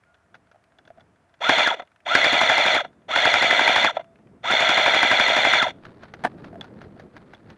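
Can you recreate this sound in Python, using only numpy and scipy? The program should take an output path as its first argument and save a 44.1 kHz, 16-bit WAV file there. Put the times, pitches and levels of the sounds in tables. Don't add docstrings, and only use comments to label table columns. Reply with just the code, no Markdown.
import sys
import numpy as np
from scipy import signal
from scipy.fft import rfft, irfft
from scipy.io import wavfile
from scipy.ndimage import uniform_filter1d

SR = 44100
rng = np.random.default_rng(int(sys.argv[2]) if len(sys.argv) > 2 else 0)


def file_out(sig):
    cols = np.atleast_2d(sig).T
    lim = np.clip(cols, -1, 1)
    pcm = np.round(lim * 32767).astype(np.int16)
    wavfile.write(sys.argv[1], SR, pcm)


N = 333837
TIME = np.arange(N) / SR
GRID_HZ = np.maximum(np.fft.rfftfreq(8192, 1 / SR), 1)

# pulled t/s, first shot t/s, its level/dB, shot rate/Hz, released t/s,
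# coasting time constant/s, gears slack t/s
BURSTS = [(1.399, 1.4925, -8, 12.07, 1.654, .064, 1.747), (2.048, 2.151, -7, 12.0, 2.762, .046, 2.817),
          (3.077, 3.160, -16.5, 11.89, 3.858, .046, 3.911),
          (4.425, 4.512, -16.5, 11.88, 5.592, .061, 5.708)]
# t/s, level/dB
STROKES = [(5.852, -50.5), (6.033, -51.5), (6.238, -49), (6.443, -51), (6.642, -52), (6.815, -51.5),
           (6.996, -55.5), (7.165, -56), (7.334, -54), (7.501, -54)]


def from_db(db):
    return 10 ** (np.asarray(db) / 20)


def colour(points):
    hz, db = np.transpose(points)
    return from_db(np.interp(np.log(GRID_HZ), np.log(hz), db))


def through(x, gain):
    cepstrum = irfft(np.log(gain + 1e-9))
    half = len(cepstrum) // 2
    cepstrum[1:half] *= 2
    cepstrum[half + 1:] = 0
    response = irfft(np.exp(rfft(cepstrum)))
    return signal.oaconvolve(x, response / np.linalg.norm(response))[:N]


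def drift(rate_hz):
    values = rng.standard_normal(N // 8)
    return np.interp(TIME * rate_hz, np.arange(len(values)), values)


def impacts(rows, chatter_s, chatter, rise_s=.0008):
    out, age = np.zeros(N + SR), TIME[:SR // 10]
    for s, db in rows:
        burst = rng.standard_normal(len(age)) * np.exp(-age / chatter_s) * np.minimum(age / rise_s, 1)
        burst *= chatter / np.linalg.norm(burst)
        burst[int(rise_s * SR)] += 1
        at = int(np.clip(s * SR, 0, N))
        out[at:at + len(age)] += from_db(db) * burst / np.linalg.norm(burst) * np.sqrt(.005 * SR)
    return out[:N]


def ring(x, hz, t60):
    r, w = np.exp(-np.log(1000) / (t60 * SR)), 2 * np.pi * hz / SR
    return signal.lfilter([0, np.sin(w)], [1, -2 * r * np.cos(w), r * r], x + 1e-18)


def settle(start, time_constant):
    return np.exp(-np.clip((TIME - start) / time_constant, 0, 20))


def wind():
    strength = [(0, -80), (.22, -79), (.34, -60), (.55, -78), (.8, -62.5), (1.08, -61.5), (1.3, -74),
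                (1.92, -80.5), (2.9, -56.5), (4.06, -60), (4.4, -55.5), (5.8, -48), (6.15, -49),
                (6.35, -43), (7.05, -47.5), (7.57, -50.5)]
    wind_spectrum = [(25, -24.5), (60, -10), (100, 0), (150, 0), (200, 2), (260, -1.5), (330, -3),
                     (480, -7), (800, -17), (1500, -28.5), (4000, -55.5)]
    field_spectrum = [(32, -35.5), (55, -4), (97, 2.5), (139, -4.5), (186, -3), (227, -5.5), (447, -9),
                      (573, -7), (671, 2), (768, -7.5), (1410, -8.5), (1980, -13), (3800, -26.5),
                      (9800, -30.5), (12000, -42.5), (15600, -72), (22000, -120)]
    s, db = np.transpose(strength)
    gusts = from_db(np.interp(TIME, s, db) + 2.7 * drift(30) - .5)
    buffeting = gusts * through(rng.standard_normal(N), colour(wind_spectrum))
    return buffeting + from_db(-65) * through(rng.standard_normal(N), colour(field_spectrum))


def plastic_taps():
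    taps = [(.036, -59), (.639, -55.5), (4.043, -55), (4.157, -58), (4.271, -61)]
    spectrum = [(300, -25), (1500, 1), (2300, -0.5), (3000, -5), (3600, -14.5), (8000, -30)]
    rocking = [(1.873 + k / 23, -57) for k in range(4)]
    return through(impacts(taps + rocking, chatter_s=.0034, chatter=2.4), colour(spectrum))


def whistle():
    glide = [(.05, 1430, -80), (.08, 1425, -60.5), (.16, 1420, -73), (.24, 1410, -70), (.28, 1400, -90)]
    s, hz, db = np.transpose(glide)
    phase = 2 * np.pi * np.cumsum(np.interp(TIME, s, hz)) / SR
    return np.sin(phase) * np.interp(TIME, s, from_db(db), left=0, right=0)


def kit_ticks():
    clear = [(.143, -54, -62), (.343, -45.5, -57), (.351, -46, -75), (.514, -50.5, -84), (.786, -48.5, -53),
             (.852, -53.5, -60), (.875, -48, -59), (.997, -55, -70), (1.007, -52.5, -56), (1.34, -52, -62),
             (6.1375, -34, -76.5), (6.611, -37.5, -31), (7.348, -52, -48.5)]
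    spectrum = [(100, -34.5), (400, -3), (680, 10.5), (1150, -1), (1450, 9.5), (2400, -5), (4000, -11.5),
                (6500, -18.5), (8000, -43), (12000, -29.5)]
    faint_per_s, spread_db = 5.9, 2
    chance = rng.random((200, 3))
    faint_s = np.cumsum((.5 + chance[:, 0]) / faint_per_s)
    faint_db = [-61, -75] + spread_db * (2 * chance[:, 1:] - 1)
    faint = np.column_stack([faint_s, faint_db])[faint_s < TIME[-1]]
    rows = list(clear) + [(s, -40, -65) for s, _ in STROKES] + list(faint)
    contacts = impacts([row[:2] for row in rows], chatter_s=.0059, chatter=2.6, rise_s=.0013)
    kicks = np.zeros(N)
    for s, _, ping_db in rows:
        kicks[int(s * SR)] = from_db(ping_db)
    pings = .81 * ring(kicks, 3420, .043) + ring(kicks, 3470, .031) + .044 * ring(kicks, 5850, .03)
    return through(contacts, colour(spectrum)) + pings


def hollow_knocks():
    knocks = [(.545, -51), (.558, -49), (.903, -41), (.973, -51), (.982, -47), (6.529, -42), (6.543, -42),
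              (6.556, -37.5), (6.965, -48)]
    spectrum = [(100, -11), (450, -15.5), (680, 9), (1000, -24), (1450, -11), (2500, -28), (8000, -48)]
    return through(impacts(knocks, chatter_s=.0062, chatter=.73), colour(spectrum))


def motor():
    first_draw_hz, run_hz, bite_hz = 1560, 2192, 282
    spin_up_s, freed_s, take_up_s = .032, .016, .02
    run_db, db_per_doubling, slack_db = -17, 5, -16
    speed, force = np.zeros(N), np.zeros(N)
    for pulled, first, _, _, released, coast_s, slack in BURSTS:
        labouring = first_draw_hz * (1 - settle(pulled, spin_up_s))
        freed = (run_hz - first_draw_hz) * (1 - settle(first, freed_s))
        hz = (labouring + freed) * settle(released, coast_s) + 1e-6
        db = run_db + db_per_doubling * np.log2(hz / run_hz) + slack_db * (1 - settle(slack, .006))
        bite = hz ** 2 / np.hypot(hz ** 2, bite_hz ** 2)
        speed += hz
        force += from_db(db) * (1 - settle(pulled, take_up_s)) * bite
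    # caught t/s, level/dB
    run_backs = [(1.795, -36.5), (2.846, -44), (3.967, -37)]
    for caught, db in run_backs:
        force += from_db(db) * np.exp(-np.abs(TIME - caught) / .013) * (TIME < caught)
    return speed, force


def spring_load(shot_times):
    # t/s after the shot, speed ratio, grind level/dB, whine level/dB, overtone level/dB
    cycle = [(0, 1, -3.5, 3, -8.5), (.012, 1.11, 3.5, 0.5, -8.5), (.022, 1.09, 2, 0.5, -2),
             (.043, 1.04, 1, 3.5, -4), (.053, .98, 1, -2.5, 7), (.063, .93, 0.5, -6, 8),
             (.069, .89, 1, 1, 1), (.074, .9, -0.5, 2, -16), (.086, 1, 0, 2.5, -1.5)]
    speed, force = motor()
    since_shot = np.abs(TIME - shot_times[np.searchsorted(shot_times, TIME) - 1])
    after, *columns = np.transpose(cycle)
    ratio, grind_db, whine_db, overtone_db = [np.interp(since_shot, after, c) for c in columns]
    coasting = uniform_filter1d(np.clip(-np.gradient(speed) * SR / 15000, 0, 1), size=400)
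    grind = force * from_db(grind_db - 2 * coasting)
    whine = force * from_db(whine_db + 2.5 * coasting)
    overtones = from_db(overtone_db - 3.1 * coasting)
    flutter = 1 + .009 * drift(400) + .014 * drift(25)
    return speed * ratio * flutter, grind, whine, overtones


def shell_colour():
    modes = [(280, 220, -20), (639.4, 181, -1.5), (708, 220, -1), (943, 170, -3.5), (1351, 180, -1),
             (1616, 370, -3), (2038, 250, 1.5), (2343, 480, -6), (2876, 410, -8), (3343, 200, 0.5),
             (3522, 194, 2), (4182, 460, -12.5), (5106, 900, -27.5), (5856, 380, -18.5), (6650, 400, -22),
             (7440, 500, -29), (8570, 570, -37.5), (9990, 300, -35), (11250, 520, -43.5)]
    peaks = [from_db(db) / (1 + (2 * (GRID_HZ - hz) / width) ** 2) for hz, width, db in modes]
    return np.sqrt(sum(peak ** 2 for peak in peaks))


def gears(speed, teeth, grind, whine, overtones):
    coupling = [(500, 2), (1000, 1.5), (1450, 0), (2000, -4.5), (2350, -3), (2900, -5), (3450, 4),
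                (3900, -0.5), (4400, 0.5), (5200, -4), (7000, -2.5)]
    pinion_turns, bevel_turns = teeth / 10, teeth / 30.5
    throb = (1 + .24 * np.sin(2 * np.pi * pinion_turns)) * (1 + .16 * np.sin(2 * np.pi * bevel_turns))
    phase = 2 * np.pi * teeth + .29 * drift(700)
    harmonics = from_db(-2) * np.sin(2 * phase) + from_db(-7) * np.sin(3 * phase)
    tone = whine * throb * (np.sin(phase) + overtones * harmonics) * from_db(2 * drift(130))
    whining = from_db(-11.5) * through(tone, shell_colour() * colour(coupling))
    spur_contacts = np.diff(np.floor(teeth * .29 + .15 * drift(900)), prepend=0) > 0
    knocks = spur_contacts * rng.standard_normal(N) * np.sqrt(SR / (speed * .39 + 100))
    rattle = grind * throb * (from_db(-12) * knocks + from_db(-4) * rng.standard_normal(N))
    return through(rattle, shell_colour()) + whining


def shots():
    slam_db, spread_db = -15.5, 1.3
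    overrun_s, stretch = .05, .28
    rows, cycle = [], np.arange(20)
    warm_up_lag = .012 * (1 - .2 ** cycle)
    for _, first, first_db, rate, released, _, _ in BURSTS:
        s = first + cycle / rate + warm_up_lag
        db = np.where(cycle == 0, first_db, slam_db + spread_db * rng.standard_normal(len(cycle)))
        late = stretch * np.maximum(s - released, 0)
        rows += list(np.transpose([s + late, db])[s < released + overrun_s])
    return np.array(rows)


def piston(slams, speed, teeth):
    rack_spectrum = [(30, -49.5), (100, -10), (250, 3.5), (450, 2.5), (700, 3), (1100, -13), (1400, 8.5),
                     (3000, -2), (8000, -59)]
    slam_spectrum = [(40, -41.5), (100, -10), (170, -14.5), (270, -3.5), (430, -8.5), (900, 4),
                     (1170, -3.5), (1580, 4), (2500, -3.5), (3500, -21.5), (4600, -14.5), (6500, -26.5),
                     (12000, -51)]
    puff_spectrum = [(1000, -16.5), (3000, -5.5), (4000, 14.5), (5200, -23.5), (6900, 7), (8000, -18.5),
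                     (10000, -7), (12000, -25)]
    pickup_teeth = 44
    s, db = np.transpose(slams)
    slips = impacts([(t - .008, -28) for t in s], chatter_s=.0027, chatter=2.1)
    hits = from_db(1.5) * impacts(slams, chatter_s=.005, chatter=3.9, rise_s=.0013)
    puffs = impacts(zip(s - .004, .15 * db - 28.5), chatter_s=.0068, chatter=8, rise_s=.0012)
    firing = through(slips, colour(rack_spectrum)) + through(hits, colour(slam_spectrum))
    air = through(puffs, colour(puff_spectrum))
    catch_teeth = np.interp(s, TIME, teeth) + pickup_teeth
    caught = TIME[np.minimum(np.searchsorted(teeth, catch_teeth), N - 1)]
    catches = impacts([(t, -21) for t in caught], chatter_s=.004, chatter=1, rise_s=.001)
    age = np.abs(TIME - caught[np.searchsorted(caught, TIME) - 1])
    chirp_hz = np.interp(age, [0, .011], [560, 860])
    envelope = np.interp(age, [0, .003, .009, .014], [.049, .96, .98, .0033])
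    chirp = envelope * np.sin(2 * np.pi * np.cumsum(chirp_hz) / SR)
    pickup = through(catches, colour(rack_spectrum)) + from_db(-20) * chirp
    return firing + air + pickup * speed / 2300


def lingering_tones(gun):
    metallic_ring = from_db(-93) * ring(gun, 3526, t60=.66)
    background_tone = from_db(-78.5) * ring(gun, 668, t60=.65)
    return metallic_ring + background_tone


def bushes(gun):
    response = rng.standard_normal(SR) * np.exp(-TIME[:SR] / .11)
    scattered = signal.oaconvolve(gun, response / np.linalg.norm(response))[:N]
    return from_db(-46) * through(scattered, colour([(300, 6), (1500, -12.5), (6000, -30)]))


def latch():
    hits = [(1.795, -25.5), (1.819, -35), (2.846, -27.5), (3.016, -57.5), (3.102, -26), (3.967, -21),
            (3.993, -32), (4.007, -37), (4.501, -18)]
    contacts = impacts(hits, chatter_s=.0057, chatter=6.5, rise_s=.003)
    return through(contacts, shell_colour() * colour([(700, 2.5), (2000, -9), (7000, -19.5)]))


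def cloth():
    spectrum = [(200, 5.5), (700, 2), (1500, 3), (2800, -9.5), (4500, -13), (6500, -32), (8000, -34.5),
                (12000, -42)]
    lag_s, width_s = .008, .036
    swells = sum(from_db(db) / (1 + ((TIME - s - lag_s) / width_s) ** 2) ** 1.1 for s, db in STROKES)
    fibres = rng.standard_normal(N) * from_db(5.5 * drift(300) - 1.2)
    return through(swells * fibres, colour(spectrum))


def clack():
    hits = [(6.2375, -22.5), (6.2435, -22.5), (6.2485, -16), (6.253, -24), (6.262, -28), (6.27, -31)]
    spectrum = [(60, -32), (150, -10), (245, -3), (380, -9), (760, 1.5), (1000, -3.5), (1300, -12.5),
                (1700, -3.5), (2000, -14.5), (3500, -23.5), (5000, -33.5), (7000, -41), (9000, -38),
                (12000, -50)]
    return through(impacts(hits, chatter_s=.0048, chatter=3.6, rise_s=.0012), colour(spectrum))


def scene():
    slams = shots()
    speed, grind, whine, overtones = spring_load(slams[:, 0])
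    teeth = np.cumsum(speed) / SR
    gun = latch() + gears(speed, teeth, grind, whine, overtones) + piston(slams, speed, teeth)
    tail = lingering_tones(gun) + bushes(gun)
    handling = plastic_taps() + kit_ticks() + hollow_knocks() + cloth() + clack()
    return (gun + tail + handling + wind() + whistle())[None]


def record(dry):
    ceiling, cutoff_hz = .9, 11700
    rounded = dry / (1 + (dry / ceiling) ** 4) ** .25
    return signal.sosfilt(signal.ellip(10, .1, 80, cutoff_hz, fs=SR, output="sos"), rounded)


dry = scene()
out = record(dry)
file_out(out)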